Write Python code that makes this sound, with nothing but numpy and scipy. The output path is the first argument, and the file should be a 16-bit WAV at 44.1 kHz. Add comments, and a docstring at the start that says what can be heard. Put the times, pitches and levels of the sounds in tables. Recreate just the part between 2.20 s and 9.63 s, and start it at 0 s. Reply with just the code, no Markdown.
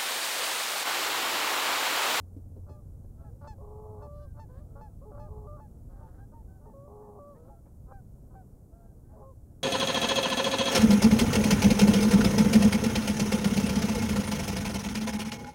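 """Cranes and other water birds call across a wide, shallow river. One gives runs of short yelps, each a hoarse
scrape that breaks upward into a clear falling note; another flips between a low rasp and a pure wail.
More birds answer from far off. Wind rumbles, a distant motor hums at first, the microphone hisses and takes knocks.
The bird voices are stacks of harmonics, shaken in time and strength when hoarse, and shaped by throat and bill.
Wind, hiss and knocks are filtered noise; the motor is a wavering sine; a short noise tail gives the birds an echo."""
import sys
import numpy as np
from scipy import signal
from scipy.fft import rfft, irfft, next_fast_len
from scipy.io import wavfile
from scipy.ndimage import map_coordinates

SR = 44100
rng = np.random.default_rng(int(sys.argv[2]) if len(sys.argv) > 2 else 0)


def materialize(psi):
    """Save the field psi as 16-bit PCM at rate SR to the path in sys.argv[1].

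    A 1-D psi becomes a single channel; in a 2-D psi each row is a channel.
    """
    bounded = np.clip(np.atleast_2d(psi).T, -1, 1)
    quanta = np.round(bounded * 32767).astype(np.int16)
    wavfile.write(sys.argv[1], SR, quanta)


N = 327663  # length [samples]
T = np.arange(N) / SR  # time of every sample [s]

# the distant motor, before its random wavering: (time [s], pitch [Hz], level [dB])
MOTOR_COURSE = [(0, 88.9, -46.5), (.3, 89.3, -48.5), (.6, 91.5, -50.5), (.9, 91.9, -56.5), (1.2, 88, -75)]


def undb(db):
    """Turn decibels into a gain."""
    return 10 ** (np.asarray(db) / 20)


def unit(x):
    """Scale a sound to an rms (average strength) of 1."""
    return x / np.sqrt(np.mean(x ** 2) + 1e-18)


def curves(table, t):
    """Join the points in each column of a table by straight lines in time."""
    s, *columns = np.transpose(table)
    return [np.interp(t, s, c) for c in columns]


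def gain_at(points, hz):
    """Read the gain at any frequency from a (frequency [Hz], gain [dB]) curve."""
    f, db = np.transpose(points)
    return undb(np.interp(np.log(np.maximum(hz, 1)), np.log(f), db))


def colour(x, points):
    """Filter a sound by a (frequency [Hz], gain [dB]) curve."""
    size = next_fast_len(len(x))
    frequencies = np.arange(size // 2 + 1) * SR / size
    return irfft(rfft(x, size) * gain_at(points, frequencies), size)[:len(x)]


def noise(points):
    """Make noise of rms 1, coloured by a gain curve."""
    return unit(colour(rng.standard_normal(N), points))


def wander(t, rate):
    """Drift smoothly and randomly around 0, through rate new values a second of spread 1."""
    place = (t - t[0]) * rate
    values = rng.standard_normal(int(place[-1]) + 2)
    return map_coordinates(values, [place], order=3, mode="nearest")


def span(start, end):
    """Give the sample times of one sound, at least 0.01 s from its start."""
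    return T[max(int(start * SR), 0):int(max(end, start + .01) * SR)]


def fade(t, rise, fall):
    """Start and end a sound softly; rise and fall in seconds."""
    fade_in = np.sin(np.pi / 2 * np.clip((t - t[0]) / rise, 0, 1))
    fade_out = np.sin(np.pi / 2 * np.clip((t[-1] - t) / fall, 0, 1))
    return fade_in * fade_out


def add(out, t, x):
    """Mix a sound into the track at its own time."""
    first = int(round(t[0] * SR))
    out[first:first + len(x)] += x


def syrinx(t, hz, rough, flutter_hz, slip=1.0, shake=0.73, waver=.004):
    """Move the voice membranes: roughness makes them stumble every few cycles, with some chaos on top."""
    beat = 2 * np.pi * np.cumsum(flutter_hz * (1 + .11 * wander(t, 45))) / SR
    lag = .85 * np.sin(beat) + .25 * np.sin(2 * beat) + .5 * wander(t, 480)
    steady_phase = 2 * np.pi * np.cumsum(hz * (1 + waver * wander(t, 90))) / SR
    phase = steady_phase + slip * rough * lag
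    unevenness = .75 * np.cos(beat) + .55 * wander(t, 300) + .85 * wander(t, 70)
    strength = 1 + shake * rough * unevenness
    return phase, strength


def overtones(phase, hz, throat, lowest=1, count=12):
    """Sum the membranes' harmonics from lowest to count, each weighted by the throat."""
    harmonics = range(int(lowest), count + 1)
    return np.sqrt(2) * sum(gain_at(throat, k * hz) * np.sin(k * phase) for k in harmonics)


def hiss():
    """The preamplifier's steady noise, mostly treble."""
    # shape of the hiss: (frequency [Hz], relative density [dB per Hz])
    hiss_shape = [(1060, -51), (1800, -22), (1970, -8), (2510, -12.5), (3120, -14), (4760, -8.5),
                  (5160, -6), (6890, -0.5), (9970, 1.5), (13200, 0), (15500, -1)]
    return noise(hiss_shape) * undb(-75.5)


def motor():
    """A far motor hums as a single sine, wavering a little in pitch and level."""
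    hz, db = curves(MOTOR_COURSE, T)
    phase = 2 * np.pi * np.cumsum(hz * (1 + 0.02 * wander(T, 11))) / SR
    return np.sqrt(2) * np.sin(phase) * undb(db + wander(T, 6.8))


def wind(buffet_trim_db=0.5, rush_trim_db=1):
    """Wind buffets the microphone as low noise and rushes over the water as higher noise."""
    # before the trims; buffeting includes the motor's share: (time [s], buffeting [dB], rush [dB])
    wind_course = [(0.0, -45.5, -59.5), (1.06, -46.5, -59.5), (1.26, -45, -60), (2.86, -45.5, -60),
                   (3.35, -43.5, -58.5), (3.41, -48.5, -60.5), (3.68, -46, -59), (5.15, -53.5, -58.5),
                   (5.88, -47, -60), (6.41, -51.5, -60), (7.41, -50, -60.5), (7.43, -50, -57)]
    # shapes of the two noises: (frequency [Hz], relative density [dB per Hz])
    buffet_shape = [(12, -11.5), (25, -1.5), (45, -0.5), (70, 0), (110, -2.5), (150, -8.5), (190, -17),
                    (260, -32.5), (400, -66.5)]
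    rush_shape = [(80, -13), (190, 2), (250, 0.5), (320, -4.5), (500, -8.5), (700, -14.5), (1000, -24),
                  (1500, -32), (2000, -48), (3000, -53)]
    buffet_db, rush_db = curves(wind_course, T)
    _, motor_db = curves(MOTOR_COURSE, T)
    # the low sound is shared between the motor and the wind
    low_power = undb(buffet_db) ** 2
    gust = np.sqrt(np.maximum(low_power - undb(motor_db) ** 2, 0.18 * low_power))
    buffeting = noise(buffet_shape) * gust * undb(buffet_trim_db)
    rush = noise(rush_shape) * undb(rush_db + rush_trim_db + 0.71 * wander(T, 5.7))
    return buffeting + rush


def background():
    """Wind and motor, faded softly at both ends, over the preamplifier's hiss."""
    return (wind() + motor()) * fade(T, .005, .005) + hiss()


def knocks():
    """Dull bumps on the microphone's body: short noise around the body frequency that dies away."""
    # (time [s], level before decay and fades [dB], body frequency [Hz], decay to about a third [s])
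    knock_list = [(.163, -40.5, 230, 0.017), (0.361, -46, 256, 0.026), (0.495, -42.5, 320, 0.012),
                  (0.844, -51, 369.3, 0.0079), (5.457, -56.5, 580, 0.024), (7.004, -52, 130, 0.015)]
    # how the body rings: (multiple of the body frequency, gain [dB])
    body_shape = [(.25, -12), (1, 0), (1.5, -5), (3, -24), (8, -55)]
    out = np.zeros(N)
    for start, db, hz, decay in knock_list:
        t = span(start, start + 0.059)
        spectrum = [(hz * k, gain_db) for k, gain_db in body_shape]
        body = unit(colour(rng.standard_normal(len(t)), spectrum))
        dying = np.exp(-(t - t[0]) / decay)
        add(out, t, body * undb(db) * dying * fade(t, 0.0046, 0.017))
    return out


def shore(x, echo_db=-21, t60=0.18):
    """Faint, dull scatter from the banks: a noise tail that falls 60 dB in t60 seconds."""
    t = span(0, 0.95)
    scatter = colour(rng.standard_normal(len(t)), [(300, -1), (1500, -5), (4000, -3)])
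    tail = scatter * undb(-60 * t / t60) * fade(t, 0.024, .1)
    return undb(echo_db) * signal.fftconvolve(x, tail / np.linalg.norm(tail))[:N]


def far_voice(t, hz, db, octave_db, rough, bright_db=0, third_db=-80):
    """One soft-edged call from further out: a base note, its octave and weaker overtones."""
    # overtone gains: (frequency [Hz], gain [dB])
    far_throat = [(1300, -22), (1650, -32), (1950, -26), (2400, -30), (4500, -27), (7000, -48.5)]
    phase, strength = syrinx(t, hz, rough, hz / 3, waver=0.0085)
    high = undb(bright_db) * overtones(phase, hz, far_throat, lowest=3, count=9)
    upper = np.sqrt(2) * np.sin(2 * phase) + high
    third = undb(third_db) * np.sin(3 * phase)
    voice = np.sqrt(2) * (np.sin(phase) + third) + undb(octave_db) * upper
    return voice * strength * undb(db) * fade(t, 0.018, 0.031)


def mews():
    """Distant mews: the pitch glides, with an arch that makes it lower at both ends."""
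    # levels before fades: (start [s], end [s], middle pitch [Hz], glide [Hz], base note level [dB],
    # octave relative to it [dB], roughness [0-1])
    mew_list = [(0.974, 1.108, 668, -23, -67, -6, 0.2), (1.646, 1.78, 653, -23, -59, -25, .1),
                (1.988, 2.135, 790, 7, -80.5, 4.5, 0.05), (2.391, 2.447, 605, -8, -61.5, -11, 0.14),
                (2.48, 2.747, 669, 3, -70.5, -12, 0.16), (3.68, 3.839, 551, 27.5, -65.5, -6, .6),
                (3.719, 3.868, 790, -53, -66.5, -12.5, 0.25), (3.82, 4.018, 535, 60, -66.5, -4, 0.8),
                (3.977, 4.058, 800, 55, -63.5, -5.5, 0), (4.275, 4.4, 765, -5, -71, -4.5, 0.03),
                (5.143, 5.233, 640, 21, -65.5, -8.5, .12), (5.143, 5.193, 913, 140, -66.5, -9, 0.2),
                (5.219, 5.409, 676, 35.5, -66.5, -11, 0.13), (6.512, 6.682, 688, 13, -65, -13, 0.21),
                (6.63, 6.745, 802, -35, -77, -7, 0), (6.837, 6.974, 779, -24, -80, -2.5, 0.26),
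                (6.924, 7.022, 635, -58, -60, -22, 0.56), (6.89, 6.991, 860, 98, -66.5, -25, 0.42),
                (7.0, 7.058, 823, 20, -57.5, -31, 0.1), (7.25, 7.357, 840, -18, -87, -6, 0)]
    arch = .04  # share of the pitch
    out = np.zeros(N)
    for start, end, pitch, glide, db, octave_db, rough in mew_list:
        t = span(start, end)
        place = np.linspace(-1, 1, len(t))
        hz = pitch * (1 - arch * place ** 2) + glide * place / 2
        add(out, t, far_voice(t, hz, db, octave_db, rough))
    return out


def whoops(rough=0.17):
    """Distant low whoops: the pitch bends upward at the end and the high overtones grow."""
    # levels before fades: (start [s], end [s], starting pitch [Hz], base note level [dB],
    # octave relative to it [dB], added third harmonic relative to it [dB])
    whoop_list = [(1.08, 1.175, 467, -63.5, -30, -35), (2.285, 2.412, 501, -59.5, -8, -15),
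                  (2.489, 2.65, 440, -61.5, -20, -23), (5.16, 5.314, 474, -61.5, -15, -33)]
    rise, bend = .22, 3.0  # share of the pitch; power of the upward bend
    brighten_db = 18  # growth of the high overtones from start to end
    out = np.zeros(N)
    for start, end, pitch, db, octave_db, third_db in whoop_list:
        t = span(start, end)
        age = np.linspace(0, 1, len(t))
        hz = pitch * (1 + rise * age ** bend)
        bright_db = brighten_db * (age - .5)
        add(out, t, far_voice(t, hz, db, octave_db, rough, bright_db, third_db))
    return out


def rasps(trim_db=0.5):
    """The low register: membranes stumble about every fourth cycle, which smears the upper harmonics."""
    # (start [s], end [s], middle pitch [Hz], level before trim and shaping [dB],
    # middle roughness [0-1], swell from start to end [dB])
    rasp_list = [(1.405, 1.873, 427.2, -50, .31, 1), (2.85, 2.922, 423, -52, 0.12, 1),
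                 (3.079, 3.275, 427.7, -51.5, 0.28, 1), (4.457, 4.504, 425, -55, 0.3, 0),
                 (4.672, 4.996, 419.7, -51, .4, 3.5), (6.944, 7.035, 429, -57.5, 0.87, 10)]
    # throat and bill: (frequency [Hz], gain [dB])
    rasp_throat = [(200, -28.5), (410, 3), (620, 4), (860, -6.5), (1100, -3), (1300, -30), (1550, -43.5),
                   (2000, -75), (5000, -55), (8000, -70)]
    # toward its ends a rasp is flatter (share of pitch), weaker and rougher
    sag, edge_db, edge_rough = 0.0405, -3.5, 0.37
    out = np.zeros(N)
    for start, end, pitch, db, rough, swell_db in rasp_list:
        t = span(start, end)
        place = np.linspace(-1, 1, len(t))
        edge = place ** 2
        hz = pitch * (1 - sag * edge)
        roughness = np.clip(rough + edge_rough * edge, 0, 1)
        phase, strength = syrinx(t, hz, roughness, hz / 3.9, slip=0.86, shake=0.51, waver=0.0095)
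        source = strength * overtones(phase, hz, [(400, -7.5), (5000, -1.0)], count=10)
        voice = unit(colour(source, rasp_throat))
        pressure = undb(db + trim_db + edge_db * edge + swell_db * place / 2)
        add(out, t, voice * pressure * fade(t, 0.007, 0.0043))
    return out


def wails(rough=0.054):
    """The pure register: mostly base note and octave; hoarse at first, climbing, then drooping as it runs out."""
    # before the shaping below: (start [s], end [s], pitch [Hz], climb [Hz per s], base note level [dB],
    # octave relative to it [dB], brightness [dB], hoarse length [s], run-out length [s])
    wail_list = [(0.462, 0.622, 582, 109, -62, -6, -13, 0.036, 0.032),
                 (1.379, 1.423, 504, 1910, -55, -13, -11, .01, 0.0091),
                 (1.819, 2.078, 578.4, 56.3, -53, -7, 2, 0.02, .05),
                 (2.812, 2.857, 503, 2030, -56, -9.5, -6, 0.022, 0.0092),
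                 (2.914, 3.105, 567, 272, -54, -9, -13, .03, .03),
                 (3.269, 3.402, 579, 263, -53, -2, -8, .001, 0.063),
                 (4.535, 4.695, 536, 290, -53.5, -10.5, -8, .002, 0.013),
                 (4.987, 5.17, 570.6, 59, -52, -6.5, -5, .001, 0.071),
                 (7.013, 7.137, 519, 220, -55.5, -5, -6, 0.037, 0.05)]
    # overtone gains: (frequency [Hz], gain [dB])
    wail_throat = [(1700, -45), (2300, -64), (3000, -47), (3500, -47), (4100, -44), (5300, -46),
                   (8000, -57)]
    overshoot, settle_s = .03, .025  # starts sharp by this share of the pitch, then settles
    droop, run_out_db = .15, -13.5  # pitch (as a share) and level sink together
    tiring_db_per_s = -11.5
    hoarseness, slow_waver = 0.34, 0.0062  # extra roughness at the start; share of the pitch
    bill_opens_db, bill_quiver_db = 15, 4  # the high overtones grow through a wail, and waver
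    out = np.zeros(N)
    for start, end, pitch, climb, db, octave_db, bright_db, hoarse_length, run_out in wail_list:
        t = span(start, end)
        age = t - t[0]
        spent = np.clip(1 - (t[-1] - t) / run_out, 0, 1) ** 2
        bend = overshoot * np.exp(-age / settle_s) - droop * spent + slow_waver * wander(t, 22)
        hz = (pitch + climb * age) * (1 + bend)
        roughness = rough + hoarseness * np.exp(-(age / hoarse_length) ** 2)
        phase, strength = syrinx(t, hz, roughness, hz / 4, waver=0.0031)
        body = np.sqrt(2) * (np.sin(phase) + undb(octave_db) * np.sin(2 * phase))
        opening_db = bill_opens_db * np.linspace(-.5, .5, len(t))
        bill_db = bright_db + opening_db + run_out_db * spent + bill_quiver_db * wander(t, 30.8)
        upper = undb(bill_db) * overtones(phase, hz, wail_throat, lowest=3)
        pressure = undb(db + tiring_db_per_s * (age - age.mean()) + run_out_db * spent)
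        add(out, t, (body + upper) * strength * pressure * fade(t, 0.0069, 0.0073))
    return out


def scrape(t, hz, throat, swell_db, throb_db=2.0):
    """A yelp's hoarse start: membranes lock near a third of the clear pitch, then tumble into chaos."""
    effort = np.linspace(0, 1, len(t))
    rough = .12 + .55 * effort ** 1.5
    low = hz / 3 * (.965 + .035 * effort)
    phase, strength = syrinx(t, low, rough, low / 2.6, slip=.42, shake=.6, waver=.018)
    source_shape = [(290, -11.5), (580, 5.5), (1200, 2.5), (1450, 5.5), (1800, -2.5), (3000, -4.0)]
    voice = unit(colour(strength * overtones(phase, low, source_shape, count=20), throat))
    swell = undb(swell_db * (effort - 0.72) + throb_db * wander(t, 107))
    return voice * swell * fade(t, 0.0088, 0.01)


def clear_note(t, hz, throat, octave_db, rough=0.046):
    """A yelp's clear note: it droops as it dies, and its high overtones die first as the pressure drops."""
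    age = np.linspace(0, 1, len(t))
    pitch = hz * (1 + .015 * age - .12 * age ** 2.7)
    roughness = rough + .2 * np.exp(-(t - t[0]) / .005)
    phase, strength = syrinx(t, pitch, roughness, pitch / 3, waver=.002)
    base = overtones(phase, pitch, throat, count=1)
    octave = undb(octave_db) * overtones(phase, pitch, throat, lowest=2, count=2)
    upper = overtones(phase, pitch, throat, lowest=3) * undb(7.0 - 10.3 * age ** 2)
    pressure = undb(1 - 13 * age ** 2.5) * fade(t, .008, .014)
    return strength * (base + octave + upper) * pressure


def spit(t):
    """The jump between a yelp's two registers spits a short burst of treble noise."""
    treble = [(2000, -41.5), (3500, -7), (4500, 14.0), (5600, -44), (8000, -22.0), (12000, -38.5)]
    return unit(colour(rng.standard_normal(len(t)), treble)) * fade(t, 0.014, 0.0068)


def yelps(crack_db=-28):
    """A chaotic low register swells, cracks and jumps into a clear note that droops as it dies."""
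    # levels before throat and shaping: (time of the break [s], hoarse length [s],
    # clear length before limits [s], clear pitch before the droop [Hz], hoarse level [dB], swell [dB],
    # clear level [dB], octave boost [dB], brightness [dB])
    yelp_list = [(0.496, 0.03, 0.086, 858, -61.5, 11, -66, 0, 5.5),
                 (1.048, 0.056, 0.062, 844, -66, 4, -62.5, 4, -15),
                 (1.277, 0.067, 0.071, 872, -49, 8, -52, 2.5, 2.5),
                 (1.825, 0.041, 0.052, 881, -58, 5, -57, -3, -2.5),
                 (2.197, 0.059, 0.05, 897, -55, 20, -55, 3.5, -0.5),
                 (2.614, 0.062, .0768, 867, -55, 0, -53, 0, -8.5),
                 (2.998, 0.055, 0.087, 858, -53.5, 8, -55.5, -1, -5.5),
                 (3.405, 0.042, 0.072, 869.4, -55.5, 4, -57.5, 0, -12),
                 (3.832, 0.067, 0.064, 895, -59.5, 11, -59.5, -6, -15),
                 (4.14, .025, .09, 922, -63, 3, -59.5, -1, -31.5),
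                 (4.461, .052, 0.081, 908, -60, 11, -61, 1.5, -19),
                 (4.83, 0.026, 0.077, 889, -66, 6, -62.5, 1, -24),
                 (5.298, 0.057, .062, 838, -62.5, 3, -59, -12, -39),
                 (5.725, 0.062, 0.086, 792, -54, 14, -58.5, 3.5, -14),
                 (6.156, 0.055, 0.076, 771, -61.5, 8, -57, -3, -22)]
    # throat and bill, before brightness: (frequency [Hz], gain [dB])
    yelp_throat = [(250, 8.5), (560, 4.5), (880, 1.5), (1200, 0), (1550, -10), (1760, -19), (2100, -25),
                   (2620, -30), (3500, -35.5), (4400, -27), (5300, -29), (7000, -33), (8000, -35),
                   (11000, -80)]
    out = np.zeros(N)
    for jump, hoarse_length, clear_length, hz, hoarse_db, swell_db, clear_db, octave_db, bright_db in yelp_list:
        # a wider bill lets out more of the high overtones
        throat = [(f, db + bright_db * np.clip(np.log2(f / 1520), 0, 1)) for f, db in yelp_throat]
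        t = span(jump - hoarse_length, jump + .006)
        add(out, t, scrape(t, hz, throat, swell_db) * undb(hoarse_db))
        t = span(jump - .005, jump + np.clip(clear_length, .06, .1))
        add(out, t, clear_note(t, hz, throat, octave_db) * undb(clear_db))
        t = span(jump - .012, jump + .014)
        add(out, t, spit(t) * undb(clear_db + bright_db + crack_db))
    return out


def scene():
    """Birds and their echo over knocks and background."""
    birds = mews() + whoops() + rasps() + wails() + yelps()
    return (background() + knocks() + shore(birds) + birds)[None]


def record(dry):
    """The recorder cuts the top: a steep filter removes what lies above 15700 Hz."""
    return signal.sosfilt(signal.ellip(10, .2, 70, 15700, fs=SR, output="sos"), dry)


dry = scene()
out = record(dry)
materialize(out)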